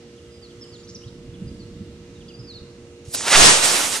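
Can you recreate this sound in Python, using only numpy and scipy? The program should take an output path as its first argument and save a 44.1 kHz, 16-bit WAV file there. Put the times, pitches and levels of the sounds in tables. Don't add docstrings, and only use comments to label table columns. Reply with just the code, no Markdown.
import sys
import numpy as np
from scipy import signal
from scipy.fft import rfft, irfft
from scipy.io import wavfile
from scipy.ndimage import uniform_filter1d

SR = 44100
rng = np.random.default_rng(int(sys.argv[2]) if len(sys.argv) > 2 else 0)


def int16_out(signal):
    q = np.round(np.clip(np.atleast_2d(signal).T, -1, 1) * 32767)
    wavfile.write(sys.argv[1], SR, q.astype(np.int16))


N = 176400
T = np.arange(N) / SR
SIDES = np.array([[.5], [-.5]])
RIGHT_HOT_DB = 2.5


def undb(db):
    return 10 ** (np.asarray(db) / 20)


def curve(table, at, column=1):
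    return np.interp(at, np.array(table)[:, 0], np.array(table)[:, column])


def colour(table, hz):
    return np.interp(np.log(hz), np.log(np.array(table)[:, 0]), np.array(table)[:, 1])


def step(v, at, width):
    return .5 + .5 * np.tanh((v - at) / width)


def above(hz, edge_hz, width):
    return step(np.log(hz), np.log(edge_hz), width)


def drift(rate_hz, n):
    hold = int(SR / rate_hz)
    held = np.repeat(rng.standard_normal(n // hold + 1), hold)
    return 0.95 * uniform_filter1d(uniform_filter1d(held, hold), hold)[:n]


def level(x, db):
    return x * undb(db) / np.sqrt(np.mean(x ** 2))


def add(out, start_s, sound):
    i = int(start_s * SR)
    out[..., i:i + sound.shape[-1]] += sound


def filtered(x, hz, order, kind="band"):
    return signal.sosfilt(signal.butter(order, hz, kind, fs=SR, output="sos"), x)


def burst(hz, width, n):
    edges = [hz / width, min(hz * width, .45 * SR)]
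    return level(filtered(rng.standard_normal(2000), edges, order=2)[-n:], 0)


def bands(n, spectrum):
    bin_hz = np.maximum(np.arange(n // 2) * SR / n, 1)
    gain = undb(colour(spectrum, bin_hz))
    for hz in 25 * 2 ** (np.arange(28) / 3):
        if hz > spectrum[-1][0]:
            return
        offset = 3 * np.log2(bin_hz / hz)
        inside = np.flatnonzero(abs(offset) < 1)
        real, imag = rng.standard_normal((2, 3, len(inside)))
        bins = np.zeros((3, n), complex)
        bins[:, inside] = (real + 1j * imag) * np.cos(np.pi / 2 * offset[inside]) * gain[inside]
        yield hz, np.fft.ifft(bins)


def stereo(noise, likeness, phase=0., pan_db=0.):
    likeness = np.clip(likeness, 0, 1)
    shared = np.sqrt(likeness) * noise[0] * np.exp(1j * phase * SIDES)
    separate = np.sqrt(1 - likeness) * noise[1:]
    return (shared + separate).real * undb(pan_db * SIDES)


# (frequency [Hz], relative density [dB])
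AIR_SPECTRUM = [(25, -26), (80, 0), (170, -4.5), (350, -8), (550, -16), (750, -22), (1290, -23.5),
                (3000, -23), (5850, -26), (9180, -32.5), (14000, -54)]


def air():
    wash = sum(undb(1.6 * drift(6, N)) * stereo(noise, likeness=1 - above(hz, 1030, 0.7))
               for hz, noise in bands(N, AIR_SPECTRUM))
    hiss = filtered(wash, 700, order=4, kind="high")
    return wash * undb(-55) / np.sqrt(np.mean(hiss ** 2))


# (centre [Hz], bandwidth [Hz], level [dB])
RING_BANDS = [(1300, 19, -70.5), (2035, 27, -72.5), (2817, 32, -70)]


def rings():
    noise = rng.standard_normal((3, N))
    half_shared = noise[0] + noise[1:]
    return sum(level(filtered(half_shared, [hz - width / 2, hz + width / 2], order=1), db)
               for hz, width, db in RING_BANDS)


# (harmonic [number], level [dB])
MOTOR_HARMONICS = [(4, -58), (5, -64.5), (6, -51.5), (7, -63), (8, -49.5), (9, -68.5), (10, -66)]
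MOTOR_HZ = 58.98


def motor_hum():
    phase = 2 * np.pi * np.cumsum(MOTOR_HZ * (1 + 0.00062 * drift(1.8, N))) / SR
    out = np.zeros(N)
    for harmonic, db in MOTOR_HARMONICS:
        gain = np.sqrt(2) * undb(db + 0.47 * drift(4.23, N))
        out += gain * np.sin(harmonic * phase + 2 * np.pi * rng.random())
    return out


# (time [s], length [s], start pitch [Hz], middle pitch [Hz], end pitch [Hz], level [dB])
BIRD_CHIRPS = [(.175, .025, 3600, 3100, 2600, -57), (.305, .1, 4950, 4950, 4900, -60),
               (.422, .055, 4750, 4300, 3750, -50), (.5, .027, 3600, 3200, 2700, -57),
               (.61, .034, 5320, 5250, 4150, -43), (.626, .045, 3400, 3050, 2700, -56),
               (.634, .025, 10300, 8000, 6850, -57), (.668, .045, 6950, 7200, 7500, -60),
               (.72, .054, 4850, 4250, 3050, -49), (.738, .009, 5300, 5900, 6600, -55),
               (.748, .09, 7000, 7050, 7000, -57), (.83, .033, 4100, 5800, 5850, -52),
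               (.872, .012, 3000, 4600, 7000, -58), (.92, .025, 6700, 7150, 6800, -55),
               (.947, .026, 6400, 5350, 4700, -40), (1.03, .022, 2650, 3100, 3400, -50),
               (1.338, .025, 3600, 3200, 2750, -54), (1.47, .03, 4950, 4850, 4900, -54),
               (1.592, .05, 4800, 4350, 4000, -52), (2.15, .03, 3900, 3700, 3600, -59),
               (2.205, .028, 3550, 3050, 2500, -55), (2.279, .045, 3550, 3050, 2320, -52),
               (2.283, .018, 4400, 4900, 3950, -47), (2.335, .03, 4900, 4800, 4950, -48),
               (2.388, .032, 5250, 5050, 4900, -49), (2.432, .035, 4900, 5100, 5050, -55),
               (2.47, .076, 4900, 4200, 3550, -44.5), (2.537, .059, 4600, 4200, 3550, -45)]
# (time [s], length [s], centre [Hz], level [dB])
BIRD_RASPS = [(.878, .042, 5400, -45), (.785, .04, 4400, -55), (.945, .04, 4150, -56),
              (1.008, .022, 2800, -56), (1.062, .045, 4000, -54)]
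TREES_T60_S, TREES_GAP_S, TREES_DB = .55, .012, -5


def birds():
    calls, wobble = np.zeros(N), 1 + .012 * drift(200, N)
    for start, length, first, middle, last, db in BIRD_CHIRPS:
        u = np.arange(int(length * SR)) / (length * SR)
        glide_hz = first * (1 - u) * (1 - 2 * u) + 4 * middle * u * (1 - u) + last * u * (2 * u - 1)
        hz = glide_hz * wobble[int(start * SR):][:len(u)]
        fade_db = 6 * (.5 - u) * (last < first)
        envelope = undb(db + fade_db) * np.sqrt(2 * np.sin(np.pi * u))
        add(calls, start, envelope * np.sin(2 * np.pi * np.cumsum(hz) / SR))
    calls *= undb(2.3 * drift(150, N))
    for start, length, hz, db in BIRD_RASPS:
        arch = np.sin(np.linspace(0, np.pi, int(length * SR)))
        add(calls, start, undb(db) * arch * burst(hz, width=1.15, n=len(arch)))
    t = T[:SR // 2]
    tail = rng.standard_normal((2, len(t))) * undb(-60 * t / TREES_T60_S) * step(t, TREES_GAP_S, 0.021)
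    tail *= undb(TREES_DB) / np.sqrt(np.sum(tail ** 2) / 2)
    echo = signal.fftconvolve(calls[None], tail, axes=1)[:, :N]
    return calls * undb(.3 * SIDES) + echo


# (time [s], level [dB])
BREEZE_SWELL = [(0, -72), (.8, -55), (1.1, -47), (1.5, -37.5), (1.7, -41.5), (2.1, -48.5), (2.4, -45),
                (2.8, -45.5), (3.3, -59)]
# (frequency [Hz], relative density [dB])
BREEZE_SPECTRUM = [(25, -6.5), (100, 1), (200, -0.5), (330, -5.5), (450, -23), (700, -29)]
# (centre time [s], peak [dB], pitch [Hz], length [cycles])
WIND_BUFFETS = [(0.584, -39, 100, 2.5), (0.916, -35.5, 115, 3), (1.071, -31, 116, 3.7),
                (1.13, -36, 131, 1.8), (1.265, -39, 50, 2.8), (1.295, -30.5, 98, 1.9),
                (1.415, -40, 65, 2.1), (1.424, -30.5, 202, 6.5), (1.525, -31, 200, 6),
                (1.811, -33, 200, 9.6), (2.405, -32.5, 123, 7.9), (2.621, -34, 103, 1.2),
                (3.085, -27, 107, 2.3)]


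def breeze():
    gust = drift(11.94, N)
    rumble = sum(undb(2.5 * (gust + drift(14, N))) * stereo(noise, likeness=1)
                 for hz, noise in bands(N, BREEZE_SPECTRUM))
    out = level(rumble, 0) * undb(curve(BREEZE_SWELL, T))
    for centre, db, hz, cycles in WIND_BUFFETS:
        t = T[:int(cycles / hz * SR)]
        half = t[-1] / 2
        envelope = undb(db) * np.sin(np.pi * t / t[-1]) ** 2
        add(out, centre - half, envelope * np.cos(2 * np.pi * hz * (t - half)))
    return out


# (time [s], level [dB])
IGNITER_SPARKS = [(3.052, -36), (3.0715, -40), (3.084, -39), (3.1406, -17), (3.1447, -18), (3.1486, -17),
                  (3.155, -19), (3.282, -10)]
# (time [s], level [dB], centre [Hz])
FUEL_CHUFFS = [(3.148, -19, 1380), (3.208, -22, 960), (3.281, -14, 2500), (3.33, -8.5, 1290),
               (3.338, -13, 1940), (3.349, -4.5, 1320), (3.358, -1, 1670)]


def ignition():
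    out, t = np.zeros(N), T[:900]

    def puff(hz, width, t60_s):
        attack = np.clip(t / 0.0009, 0, 1)
        return attack * undb(-60 * t / t60_s) * burst(hz, width, len(t))

    for start, db in IGNITER_SPARKS:
        add(out, start, undb(db) * puff(hz=6000, width=1.35, t60_s=.0064))
    for start, db, hz in FUEL_CHUFFS:
        add(out, start, undb(db) * puff(hz, width=2.1, t60_s=.011))
    return out


BLAST_S, BLAST_RISE_S, BLAST_FALL_S = 3.36, 0.023, 0.18


def low_wobble():
    rumble = filtered(rng.standard_normal((2, N)), [25, 132], order=2)
    fall = np.exp(-(np.maximum(T - BLAST_S, 0) / BLAST_FALL_S) ** 2)
    return level(rumble, -25) * step(T, BLAST_S, BLAST_RISE_S) * fall


# (time [s], relative level [dB], low-mid EQ [dB])
JET_THRUST = [(3.04, -58, 7), (3.09, -47, -30), (3.128, -38, -33), (3.138, -30.5, -29), (3.149, -26, -9.5),
              (3.162, -26.5, -24), (3.21, -27, -23), (3.25, -30, -7.5), (3.283, -23, 0), (3.298, -23, -5),
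              (3.325, -14.5, -2), (3.352, -15.5, 7), (3.372, -12, -6.5), (3.41, -11.5, -5.5),
              (3.456, -8.5, -8), (3.526, -12, -8.5), (3.568, -16.5, -9), (3.61, -22.5, -4),
              (3.65, -15, -10.5), (3.69, -17.5, -9), (3.806, -22, -3), (3.854, -23, -6),
              (3.898, -26.5, -10), (3.966, -24.5, -6), (4.0, -32, -16)]
# (time [s], bass EQ [dB], top EQ [dB], stereo likeness [0-1], leftward pan [dB])
JET_MOVES = [(3.1, -27, -19, 0.8, -2), (3.15, -8, -0.5, 0.6, 1), (3.18, -21, -42, 1, -2),
             (3.26, -9, -14, 1, -1.5), (3.35, -19, -20, 0.98, -2.5), (3.4, -7, -22, 0.25, -1),
             (3.53, -11.5, -27, 0.18, 0.5), (3.6, -13, -16, 0.42, -2), (3.8, -11, -16, 0.46, -3),
             (4.0, -12.5, -18.5, 0.6, -3)]
# (frequency [Hz], relative density [dB])
JET_SPECTRUM = [(24, -58), (40, -31), (170, -10.5), (264, -8.5), (411, -6), (464, -6), (740, -3.5),
                (837, -3), (7240, -2), (9710, -2.5), (14000, -13)]
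# (frequency [Hz], left lead [rad])
MIC_PHASE = [(300, .05), (2000, 0.18), (4000, 0.6), (6000, 0.76), (8000, 1.24), (9600, 2.9), (12000, 3.1)]
# (frequency [Hz], leftward pan [dB])
MIC_BALANCE = [(2000, -0.5), (4000, 1.5), (6000, -0.5), (8000, -3.5), (9600, -6.5), (11000, 3.5)]
BASS_FLAT_DB, MID_FLAT_DB, TOP_FLAT_DB = -16, -7, -12
BASS_EDGE_HZ, MID_EDGE_HZ, TOP_EDGE_HZ = 766, 2860, 10130
SURGE_DB, FLICKER_DB, SHOCK_SKEW = 0.42, 1.5, 0.065
CROSS_START_S, CROSS_LENGTH_S = 3.547, 0.36


def jet():
    start = int(JET_THRUST[0][0] * SR)
    t, n = T[start:], N - start
    mid_db = curve(JET_THRUST, t, column=2)
    bass_db, top_db, body_likeness, body_pan_db = (curve(JET_MOVES, t, k) for k in range(1, 5))
    crossed = np.clip((t - CROSS_START_S) / CROSS_LENGTH_S, 0, 1)
    phase_scale = 1 - 0.82 * crossed
    roar, power, surge = 0, 0, drift(41, n)
    for hz, noise in bands(n, JET_SPECTRUM):
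        bass = 1 - above(hz, BASS_EDGE_HZ, 0.83)
        mid = 1 - bass - above(hz, MID_EDGE_HZ, 0.72)
        treble = above(hz, 5130, 0.37)
        eq_db = bass * (bass_db - BASS_FLAT_DB) + mid * (mid_db - MID_FLAT_DB)
        turbulence_db = SURGE_DB * surge + FLICKER_DB * drift(59.8, n)
        likeness = (1 - treble) * body_likeness + treble * 0.9
        phase = phase_scale * colour(MIC_PHASE, hz)
        pan_db = colour(MIC_BALANCE, hz) + (1 - treble) * (body_pan_db + RIGHT_HOT_DB)
        roar += undb(eq_db + turbulence_db) * stereo(noise, likeness, phase, pan_db)
        power += np.mean(noise.real ** 2)
    roar /= np.sqrt(power)
    roar -= SHOCK_SKEW * filtered(roar ** 2, [150, 8000], order=4)
    bin_hz = np.arange(n // 2 + 1) * SR / n
    top = irfft(rfft(roar) * step(bin_hz, TOP_EDGE_HZ, 200), n)
    roar += (undb(top_db - TOP_FLAT_DB) - 1) * top
    attack = np.clip((t - t[0]) / 0.018, 0, 1)
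    envelope = attack * undb(curve(JET_THRUST, t) + 2)
    return np.pad(roar * envelope, ((0, 0), (start, 0)))


def scene():
    ambience = birds() + motor_hum() + rings() + air() + breeze()
    ambience[1] = np.roll(ambience[1], 2)
    return jet() + low_wobble() + ignition() + ambience


OVERLOAD_S, OVERLOAD_LENGTH_S, OVERLOAD_DB, RECOVER_S = 3.361, .067, -15.5, .15
CEILING, LOWPASS_HZ = 0.98, 14180


def record(dry):
    shove = step(T, OVERLOAD_S, .012) - step(T, OVERLOAD_S + OVERLOAD_LENGTH_S, .012)
    leak = np.exp(-1 / (RECOVER_S * SR))
    baseline = undb(OVERLOAD_DB) * signal.lfilter([1, -1], [1, -leak], shove)
    clipped = np.clip((dry + baseline) * undb(-RIGHT_HOT_DB * SIDES), -CEILING, CEILING)
    return signal.sosfilt(signal.ellip(8, .2, 70, LOWPASS_HZ, fs=SR, output="sos"), clipped)


dry = scene()
out = record(dry)
int16_out(out)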